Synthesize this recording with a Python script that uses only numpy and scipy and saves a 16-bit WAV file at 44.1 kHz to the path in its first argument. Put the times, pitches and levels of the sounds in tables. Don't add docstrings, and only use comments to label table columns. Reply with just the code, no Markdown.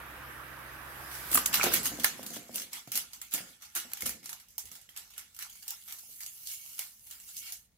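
import sys
import numpy as np
from scipy import signal
from scipy.fft import rfft, irfft, next_fast_len
from scipy.io import wavfile
from scipy.ndimage import uniform_filter1d, map_coordinates

SR = 44100
rng = np.random.default_rng(int(sys.argv[2]) if len(sys.argv) > 2 else 0)


def undo_db(level):
    steps = np.asarray(level, float) / 20
    return 10 ** steps


def file_out(sig):
    cols = np.atleast_2d(sig).T
    lim = np.clip(cols, -1, 1)
    pcm = np.round(lim * 32767).astype(np.int16)
    wavfile.write(sys.argv[1], SR, pcm)


N = 342657
T = np.arange(N) / SR

# (time [s], bearing whirr level [dB], tape hiss level [dB])
DRIVE = [
    (0.0, -49, -58),
    (0.806, -49, -56.5),
    (1.3, -47.5, -46),
    (1.6, -48, -67.5),
    (2.0, -55.5, -67.5),
    (2.5, -70, -93),
    (3.0, -110, -110),
]
# (time [s], shaft rate [Hz], level [dB])
HUM = [
    (0, 64.45, -64),
    (1.3, 65.4, -63.5),
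    (1.5, 63, -66.5),
    (1.8, 58.3, -61.5),
    (2.05, 55, -71),
    (2.4, 49.9, -89),
]
# (multiple of the shaft rate [1], level [dB])
SHAFT_ORDERS = [(1, 5), (2, 0), (5, -11.5), (8, -15.5)]
# (frequency [Hz], density [dB per Hz])
WHIRR = [(24, -37), (40, -0.5), (68, -7), (96, -9), (129, -10.5), (166, -14), (326, -10.5), (419, -14.5),
         (506, -13), (611, -11), (1600, -2.5), (3860, -22), (6000, -43), (7800, -59.5), (13200, -120)]
# (frequency [Hz], width [Hz], gain [dB])
CHASSIS = [(320, 44, 3), (517, 36, 4.5), (1170, 60, 1.5), (1290, 60, 1), (1440, 50, -4), (1527, 60, 0.5),
           (2090, 50, -8.5)]
# (frequency [Hz], density [dB per Hz])
TAPE_HISS = [(1760, -47.5), (3000, -13), (3820, -14.5), (4940, -11), (7010, -14.5), (13200, -4.5),
             (16000, -15), (16500, -41)]

# (frequency [Hz], density [dB per Hz])
AIR = [(15, -40), (28, -8.5), (50, -1), (97, -9), (154, -14), (208, -14.5), (389, -31.5), (422, -27.5),
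       (457, -24.5), (787, -31), (12900, -40.5), (16500, -32.5)]
# (frequency [Hz], correlation [1])
ALIKE = [(100, 0.88), (300, 0.82), (600, 0.53), (2000, 0.13), (12000, 0.072)]
# (frequency [Hz], t60 [s])
ROOM = [(150, 0.65), (1000, 0.22), (5000, 0.28), (14000, 0.057)]

# (frequency [Hz], density [dB per Hz])
FIZZ = [(7000, -56), (9000, -5.5), (13000, -2), (15500, -4), (16600, -51)]
# (frequency [Hz], density [dB per Hz])
FILM = [(1470, -36.5), (2500, -14), (2830, -2.5), (3310, -9.5), (6180, 1), (9500, -5), (12400, -2.5),
        (20900, -120)]
# (frequency [Hz], density [dB per Hz])
PLATE = [(180, -39.5), (300, -11.5), (494, -20.5), (527, -20), (754, -4), (1430, -4), (1570, -2.5),
         (1960, 1), (4000, 0), (5200, -4), (8800, -120)]
# (frequency [Hz], width [Hz], gain [dB])
FLANGE = [(857, 89, 0.5), (1393, 160, 7), (1710, 16, 6), (2190, 94, 5.5), (2950, 150, 0.5), (3370, 46, 6),
          (4280, 62, 0.5), (6300, 120, 0.5), (7700, 1000, 3)]
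ECHO_T60 = 0.17, 0.25, 0.3
# (time [s], peak [dB], plate [dB], fizz [dB], echo [dB])
LASHES = [(1.3144, -26.5, -16.5, -1, 2), (1.328, -31.5, -17.5, -0.5, 0), (1.339, -23, -22.5, 0.5, -1),
          (1.3447, -14.5, -22.5, 4, 2), (1.355, -14, -18.5, -0.5, -1), (1.3723, -14.5, -12, -5, 2),
          (1.375, -16.5, -12, -5, -3), (1.4575, -19, -15, 1.5, -4.5), (1.4598, -11.5, -19, 0, -5),
          (1.472, -28.5, -18, -4, -3), (1.529, -23.5, -15, -1, 4.5), (1.5409, -14, -8.5, 2, 1.5),
          (1.554, -16, -15, -3, -2), (1.571, -24, -10.5, -2.5, -1.5), (1.631, -21, -7, -3, 4.5),
          (1.6387, -18.5, -23, 1, -1.5), (1.738, -21, -3.5, 10, -5), (1.7515, -26, -13.5, 1, -1.5),
          (1.831, -30, -19, 3.5, 2), (1.856, -21, -5, 5.5, -4), (1.872, -29, -16, 2, -4.5),
          (1.998, -26, -10.5, -2.5, 4.5), (2.034, -23.5, -17, -2.5, 6), (2.0438, -7.5, -7.5, 1, -3),
          (2.263, -25, -19, -1.5, 0.5), (2.3032, -32.5, -9, -2.5, -0.5), (2.36, -30.5, -13, -0.5, -3)]
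# (time [s], peak [dB], plate [dB], fizz [dB], echo [dB])
FLAPS = [(2.557, -21, -30, 0, 0), (2.573, -32.5, -25, -2, -1.5), (2.6178, -31.5, -6.5, 0.5, 0.5),
         (2.7306, -26, -13.5, -2.5, 0.5), (2.9179, -22, -13, 1.5, 1), (2.9548, -20.5, -15.5, 2.5, 4),
         (2.9742, -18, -9, 3, -1.5), (3.1323, -30, -14, -2.5, 1), (3.2152, -28, -11.5, 0, 0.5),
         (3.338, -21, -33, 2, 2.5), (3.347, -25, -15, 2.5, -3.5), (3.751, -26.5, -21, 7.5, 1),
         (3.759, -24.5, -16, 1, 1.5), (3.772, -27, -20, 0.5, -2), (3.799, -30.5, -12, 0.5, 1.5),
         (3.916, -37, -3.5, -2, -1), (3.9335, -26.5, -10.5, -2, -2), (3.9712, -32, -9, -0.5, 0.5),
         (4.0067, -26.5, -13, -0.5, 1), (4.021, -20.5, -18, -1, -2), (4.057, -24.5, -12, 1.5, 0.5),
         (4.061, -20.5, -21.5, 2, 0.5), (4.0922, -23, -12.5, 5, -1.5), (4.2575, -25.5, -15, -3.5, -1.5),
         (4.2922, -24.5, -14, -1.5, 0.5), (4.329, -26.5, -11.5, -2.5, -1), (4.484, -46, -23, 0, 2),
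         (4.5803, -29, -18, -2.5, -3), (4.5806, -21.5, -20, 4, -3)]
# (time [s], peak [dB], plate [dB], fizz [dB], echo [dB])
PATS = [(4.973, -27.5, -22, 0, -0.4), (5.1787, -27.5, -17, 0.0077, -1), (5.389, -28, -18, 0, 0.15),
        (5.424, -28.5, -18, 0, -2), (5.6796, -23.5, -27, 0, 1), (5.705, -25.5, -29, 0, -0.22),
        (5.9236, -29, -15, 0, 0), (6.2623, -28, -17, 0, 0.32), (6.4707, -29.5, -18, 0, 0),
        (6.7912, -22.5, -10.5, 0.0024, -1.4), (7.1097, -31, -21, 0, -0.24), (7.1218, -46, -13, 0, -0.18),
        (7.3665, -31, -30, 0, 0), (7.522, -25, -32, 0, -1.6)]
# (time [s], peak [dB], plate [dB])
TICKS = [(1.113, -41.5, 1), (2.1804, -44.5, -10), (2.229, -34.5, -7), (2.335, -33.5, -12),
         (2.8737, -42.5, -5), (3.31, -41.5, -19), (3.378, -31.5, -5), (3.622, -43, -14), (3.652, -45, -14),
         (4.229, -45, -7), (4.2408, -40, -10), (4.274, -47, -6), (4.3986, -42, -9.5), (4.5034, -48.5, -27),
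         (4.557, -61, -18), (4.593, -38.5, -14), (4.654, -37.5, -22), (4.715, -36, -15),
         (4.7525, -38.5, -10), (4.813, -44.5, -19), (4.891, -44, -12), (4.9628, -35.5, -8),
         (5.103, -45, -7.5), (5.136, -47, -7), (5.29, -68, -16), (5.346, -43.5, -20), (5.364, -40, -16),
         (5.496, -40, -11), (5.554, -45, -8.5), (5.625, -45.5, -6.5), (5.878, -43, -12), (5.985, -38, -16),
         (6.205, -38.5, -13), (6.235, -44.5, -8), (7.0695, -44.5, -13), (7.2, -45, -11), (7.279, -51, -18)]
# (time [s], level [dB], plate [dB], half length [s])
SWISHES = [(1.333, -34, -11.5, 0.02), (1.546, -35, -4, 0.014), (1.649, -33.5, -2, 0.029),
           (1.745, -26.5, -12.5, 0.02), (1.853, -31.5, -16, 0.017), (2.344, -44.5, -14, 0.018),
           (2.547, -40, -25, .007), (2.575, -39.5, -15, 0.029), (2.751, -43, -10.5, 0.019),
           (2.782, -52, -28, 0.0096), (2.95, -35, -13, 0.015), (3.339, -32, -12, 0.011),
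           (3.633, -52, -8.5, 0.014), (3.764, -33, -8, 0.0081), (4.069, -41, -11, 0.0084),
           (4.096, -57.5, -18, 0.0072), (4.979, -57.5, -4, 0.017), (5.189, -53.5, -6.5, 0.018),
           (5.416, -43.5, -10.5, 0.016), (5.702, -54.5, -4, 0.025), (5.894, -51, -6, 0.019),
           (6.224, -48.5, -19, 0.011), (6.507, -41.5, -24.5, 0.026), (6.804, -42.5, -11.5, 0.02),
           (7.118, -62, -1, 0.015), (7.293, -49, -23, 0.02), (7.379, -45.5, -30, 0.035),
           (7.478, -45.5, -15, 0.04)]
# (time [s], level [dB])
DRAG = [(.95, -100), (1.05, -76), (1.15, -52.5), (1.3, -71), (1.95, -52.5), (2.41, -61.5), (2.85, -67.5),
        (3.3, -63.5), (3.48, -57), (3.59, -73.5), (3.75, -62.5), (3.93, -59.5), (4.21, -69), (4.52, -74.5),
        (4.7, -61.5), (4.86, -73), (5.07, -65.5), (5.33, -71), (5.8, -85)]
# (time [s], level [dB])
HAND = [(5.2, -84), (5.54, -56), (5.85, -55), (6.12, -51), (6.73, -49), (6.86, -51.5), (6.98, -60.5),
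        (7.08, -52.5), (7.55, -59), (7.66, -71)]
# (time [s], left minus right [dB])
PLACE = [(1, -2), (2, -1.5), (3, -2), (4, -2), (4.6, -3.5), (5.5, -2.5), (6.5, -2.5), (7.7, -2)]
# (frequency [Hz], width [Hz], gain [dB])
REEL = [(852, 2.4, 1.5), (1444, 11, 3), (1770, 3, 5), (2210, 7.8, -3)]

# (time [s], peak [dB], edge [dB], panel pitch [Hz])
THUDS = [(1.306, -37, -18, 344), (1.344, -34, -6, 266), (1.632, -22.5, -2.5, 359.6), (1.66, -27, 2, 348.3),
         (1.685, -32.5, -20, 346), (1.911, -35, -6, 298), (1.981, -35.5, -5, 240), (2.187, -40, 5, 254),
         (2.301, -40.5, -16, 230), (2.359, -42, 5, 294), (2.487, -41, -0.5, 239), (2.537, -46, -4, 203),
         (2.602, -47, -25, 225), (2.869, -43, -4, 129), (2.94, -46.5, -30, 218), (3.02, -61, -20, 170),
         (3.332, -41, -22, 295), (3.398, -43.5, -1.5, 184), (3.757, -47.5, -5, 336), (3.843, -51, -5, 245),
         (4.024, -42, -28, 193), (4.054, -41.5, -24, 237), (4.088, -57, -21, 236), (4.633, -58, -18, 149),
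         (4.706, -55.5, -29, 156), (6.08, -59.5, -30, 141)]
# (frequency [Hz], density [dB per Hz])
CASE = [(18, -53), (30, -25.5), (130, -4), (278, -4.5), (344, -8), (441, -7.5), (524, -3), (638, -14.5),
        (700, -2.5), (910, -30.5), (1540, -120)]
# (frequency [Hz], width [Hz], gain [dB])
PANELS = [(238, 14, 6.5), (334, 30, 2.5)]
# (time [s], level [dB], half length [s])
SHUDDER = [
    (1.76, -47.5, 0.26),
    (2.237, -52.5, 0.13),
    (2.6, -60.5, 0.14),
    (3.323, -70.5, 0.14),
    (4.127, -61, 0.11),
]
# (frequency [Hz], density [dB per Hz])
HOLLOW = [(50, -33), (130, -3.5), (235, 2), (330, -7.5), (550, -13), (1000, -62)]
# (time [s], peak [dB])
BUMPS = [
    (4.029, -45),
    (4.057, -53),
    (4.089, -50),
    (4.635, -58),
]

# (time [s], peak [dB])
TIPS = [(1.3458, -14.5), (1.3765, -19), (1.6405, -20), (1.738, -13.5), (1.74, -16), (2.045, -9),
        (2.559, -22.5), (2.9185, -25.5), (2.9755, -15), (3.3378, -18.5), (3.9347, -20.5), (5.18, -30.5),
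        (5.4255, -31), (5.706, -27), (6.7919, -25)]
# (time [s], peak [dB], ring pitch [Hz], clack [dB])
KNOCKS = [(1.354, -21.5, 1290, 1.5), (1.376, -18, 1170, 2), (1.597, -18.5, 1390, -2),
          (1.613, -26.5, 2220, 9.5), (1.606, -29, 1360, 7), (1.631, -21.5, 1290, -1.5),
          (1.658, -23, 1500, -8.5), (1.671, -26.5, 680, 1), (1.718, -27.5, 1550, 4),
          (2.0443, -13.5, 1750, -10), (4.022, -30, 2170, -21), (4.581, -44.5, 880, -6),
          (4.891, -42.5, 3200, -17), (4.8905, -48, 2025, -19), (5.68, -47, 4370, -20),
          (5.705, -46, 4320, -20), (6.035, -56, 820, -10)]
# (time [s], level [dB])
GRIP = [(5.2, -92), (5.54, -65.5), (6.35, -75), (6.52, -54), (6.74, -63), (6.95, -94), (7.4, -58),
        (7.48, -44), (7.6, -77)]
# (frequency [Hz], width [Hz], gain [dB])
RIM = [(2234, 45, 2), (2830, 140, -4.5), (3200, 120, -4.5), (4390, 45, -0.5), (5270, 90, -3.5)]

HAND_FILM_DB, HAND_PLATE_DB, DRAG_PLATE_DB = -8, -23.5, -5
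WHIP_DB, WHIP_FADE_S, WHIP_START_S = 6.5, 0.42, 1.17
TICK_ECHO_DB, SLAP_ECHO_DB = -7.5, -12
STILL_S, COVERED_S, MUTED_DB = 3.3, 4.05, -10.5
ARM_T60 = 0.019
BOOM_DB = -25.5
SWELL_SHARE = 0.9
AIR_DB = -74.5


def unit(x):
    return x / np.sqrt(np.mean(x ** 2) + 1e-20)


def along(points, hz):
    f, v = np.transpose(points)
    return np.interp(np.log(hz + 1), np.log(f + 1), v)


def curves(rows, outside=None):
    s, *cols = np.transpose(rows)
    return [np.interp(T, s, c, outside, outside) for c in cols]


def wobble(rate):
    return map_coordinates(rng.standard_normal(int(N * rate / SR) + 4), [T * rate])


def filtered(x, response):
    m = next_fast_len(N + SR // 4)
    return irfft(rfft(x, m) * response(np.fft.rfftfreq(m, 1 / SR)), m)[..., :N]


def narrow(x, peaks):
    def response(f):
        total = 0
        for k, (c, w, db) in enumerate(peaks):
            total = total + (-1) ** k * undo_db(db) * 1j * f * w / (c * c - f * f + 1j * f * w)
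        return total
    return filtered(x, response)


def rush(spectrum, patchy_db, peaks=()):
    z = signal.stft(rng.standard_normal((2, N)), nperseg=256)[2]
    field = uniform_filter1d(rng.standard_normal(z.shape[1:]), size=3, axis=0)
    field = uniform_filter1d(field, size=16, axis=1)
    pair = signal.istft(z * undo_db(patchy_db * unit(field)), nperseg=256)[1][:, :N]

    def mid_side(hz):
        bumps = sum(db / (1 + (2 * (hz - c) / w) ** 2) for c, w, db in peaks)
        turn = np.arccos(np.clip(along(ALIKE, hz), -1, 1)) / 2
        return undo_db(along(spectrum, hz) + bumps) * [np.cos(turn), np.sin(turn)]

    mid, side = filtered(pair, mid_side)
    return unit(np.array([np.roll(mid + side, shift=3), mid - side]))


def bursts(times, db, t60, rise):
    power, t = np.zeros(N + SR), np.arange(SR // 4) / SR
    for s, level, life in zip(times, db, t60):
        blow = undo_db(level - 60 * t / max(life, .003)) * (1 - np.exp(-t / rise))
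        power[round(s * SR):][:len(t)] += blow ** 2
    return np.sqrt(power[:N])


def humps(times, db, half):
    power = np.zeros(N)
    for s, level, h in zip(times, db, half):
        near = slice(max(0, round((s - 4 * h) * SR)), round((s + 4 * h) * SR))
        spread = np.where(T[near] < s, SWELL_SHARE * h, h)
        power[near] += undo_db(2 * level) * np.exp(-((T[near] - s) / spread) ** 2)
    return np.sqrt(power)


def lingering(envelope, t60):
    keep = undo_db(-120 / (t60 * SR))
    return np.sqrt(np.abs(signal.lfilter([1 - keep], [1, -keep], envelope ** 2)))


def sides(lr_db):
    return undo_db(np.array([lr_db / 2, -lr_db / 2]))


def motors():
    shaft_hz, hum_db = curves(HUM)
    turns = np.cumsum(shaft_hz * (1 + 0.0027 * wobble(15))) / SR
    hum = sum(undo_db(db + 0.7 * wobble(10)) * np.sin(2 * np.pi * k * turns) for k, db in SHAFT_ORDERS)
    whirr_db, hiss_db = curves(DRIVE)
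    whirr = undo_db(whirr_db + 2.5 + 0.24 * wobble(5.5)) * rush(WHIRR, patchy_db=1.0, peaks=CHASSIS)
    hiss = undo_db(hiss_db + 2.0) * rush(TAPE_HISS, patchy_db=2.0)
    return sides(np.array([-3.3])) * (undo_db(hum_db + 7.0) * hum + whirr + hiss)


def room_floor():
    return undo_db(AIR_DB + 5.0) * rush(AIR, patchy_db=1.1)


def contacts():
    slaps = [(*row, SLAP_ECHO_DB + echo_db) for *row, echo_db in LASHES + FLAPS + PATS]
    touches = [(*row, 0, TICK_ECHO_DB) for row in TICKS]
    return np.transpose(slaps + touches)


def strikes(spectrum, snap_db, swish_db, drag, t60, rough_db):
    s, echo_db = contacts()[[0, -1]]
    swish_s, _, _, half = np.transpose(SWISHES)
    life = np.full(len(s), .013)
    cracks = bursts(s, snap_db + 4, life, rise=0.0014)
    strokes = humps(swish_s, swish_db, half) + drag
    direct = (cracks + strokes * unit(undo_db(rough_db))) * rush(spectrum, patchy_db=4.0, peaks=FLANGE)
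    echo_source = bursts(s, snap_db + echo_db + 17.5, life, rise=0.0014) + undo_db(2.0) * strokes
    return direct + lingering(echo_source, t60) * rush(spectrum, patchy_db=3.5, peaks=FLANGE)


def tape_end():
    _, db, plate_db, fizz_db, _ = contacts()
    _, swish_db, scrape_db, _ = np.transpose(SWISHES)
    drag, hand = undo_db(curves(DRAG)[0]), undo_db(curves(HAND, outside=-110)[0])
    film_drag = np.hypot(drag, undo_db(HAND_FILM_DB) * hand)
    plate_drag = np.hypot(undo_db(DRAG_PLATE_DB) * drag, undo_db(HAND_PLATE_DB) * hand)
    fizz_drag = undo_db(-5.0) * np.hypot(drag, hand)
    flutter = wobble(60) + 1.5 * wobble(500)
    fizz_t60, film_t60, plate_t60 = ECHO_T60
    fizz = strikes(FIZZ, db + fizz_db - 5.5, swish_db - 9.0, fizz_drag, fizz_t60, rough_db=0.78 * flutter)
    film = strikes(FILM, db - 5.0, swish_db - 7.0, film_drag, film_t60, rough_db=3.1 * flutter)
    plate = strikes(PLATE, db + plate_db, swish_db + scrape_db + 1.0, plate_drag, plate_t60,
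                    rough_db=2.8 * flutter)
    whip_db = WHIP_DB * np.exp(-np.abs(T - WHIP_START_S) / WHIP_FADE_S)
    return sides(curves(PLACE)[0]) * (undo_db(whip_db) * fizz + film + plate)


def reel_ring(tape):
    free = (T > STILL_S) & (T < COVERED_S)
    return undo_db(6.0) * narrow(tape * np.where(free, 1, undo_db(MUTED_DB)), REEL)


def case():
    s, db, edge_db, panel_hz = np.transpose(THUDS)
    s = s + 0.00501
    thuds = bursts(s, db - 4.0, np.full(len(s), .07), rise=0.0013)
    thuds = np.hypot(thuds, undo_db(1.0) * lingering(thuds, 0.44)) * rush(CASE, patchy_db=-2.0, peaks=PANELS)

    panel, t = np.zeros(N), np.arange(SR // 5) / SR
    for start, level, hz in zip(s, db, panel_hz):
        envelope = undo_db(level - 6.5 - 60 * t / 0.22) * (1 - np.exp(-t / 0.002))
        panel[round(start * SR):][:len(t)] += envelope * np.sin(2 * np.pi * hz * t)

    blows = np.bincount(np.round((s + 0.0019) * SR).astype(int), undo_db(db + edge_db + 35.0), N)

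    def knock(f):
        return 1j * f * 500 / (650 ** 2 - f * f + 1j * f * 500) / (1 + 1j * f / 1500) ** 4

    edges = filtered(blows, knock)

    jolt_s, jolt_db = np.hstack([[s, db + BOOM_DB], np.transpose(BUMPS)])
    table = [(25, -38.5), (50, -5.5), (110, -6.5), (180, -26.0), (400, -85)]  # (Hz, dB per Hz)
    booms = bursts(jolt_s, jolt_db + 2.0, np.full(len(jolt_s), .22), rise=0.0061)
    booms = booms * rush(table, patchy_db=1.0)

    shudder = humps(*np.transpose(SHUDDER)) * undo_db(-1.0 + 1.3 * wobble(25)) * rush(HOLLOW, patchy_db=2.5)
    return sides(np.array([-2.5])) * (thuds + panel + edges + booms + shudder)


def whip_cracks():
    s, db = np.transpose(TIPS)
    pulse = bursts(s, db + 4.5, np.full(len(s), .006), rise=0.0004) * rush(FIZZ, patchy_db=-2.0)[1]
    return sides(np.array([-3.5])) * np.array([np.roll(pulse, shift=3), pulse])


def arms():
    s, db, _, clack_db = np.transpose(KNOCKS)
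    metal = [(600, -53.0), (1100, -3.0), (2600, -5.0), (4500, -57.5)]  # (Hz, dB per Hz)
    clacks = bursts(s - .001, db + clack_db, np.full(len(s), 0.86 * ARM_T60), rise=0.0012)
    clacks = clacks * rush(metal, patchy_db=6.0)
    ring, t = np.zeros(N + SR), np.arange(SR // 5) / SR
    for start, level, hz, _ in KNOCKS:
        decay = undo_db(level + 1.5 - 60 * t / ARM_T60)
        ring[round(start * SR):][:len(t)] += decay * np.sin(2 * np.pi * hz * t)
    ring = ring[:N]
    return clacks + np.array([undo_db(-6.5) * np.roll(ring, shift=4), ring])


def room(x):
    hz, t, z = signal.stft(rng.standard_normal((2, SR // 2)), SR, nperseg=128)
    tail = signal.istft(z * undo_db(-60 * t / along(ROOM, hz)[:, None]), SR, nperseg=128)[1]
    tail = np.pad(tail, ((0, 0), (130, 0))) / np.linalg.norm(tail[0])
    return signal.fftconvolve(x.mean(axis=0)[None], tail, axes=1)[:, :N]


def rim():
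    grip = undo_db(curves(GRIP, outside=-110)[0] + 2.5 * wobble(120))
    return undo_db(14.5) * narrow(grip * rng.standard_normal((2, N)), RIM)


def scene():
    deck = motors() + room_floor()
    tape = tape_end()
    loose_end = tape + reel_ring(tape) + whip_cracks()
    metal = arms()
    return deck + loose_end + case() + metal + undo_db(-5.5) * room(metal) + rim()


def top_cut(x):
    return signal.sosfilt(signal.butter(12, 16800, fs=SR, output="sos"), x)


def record(dry):
    def microphone(hz):
        bass_cut = (1j * hz / 42) ** 3 / (1 + 1j * hz / 42) ** 3
        return bass_cut * undo_db(-24 * (hz > 15900))

    return top_cut(filtered(dry, microphone))


dry = scene()
out = record(dry)
file_out(out)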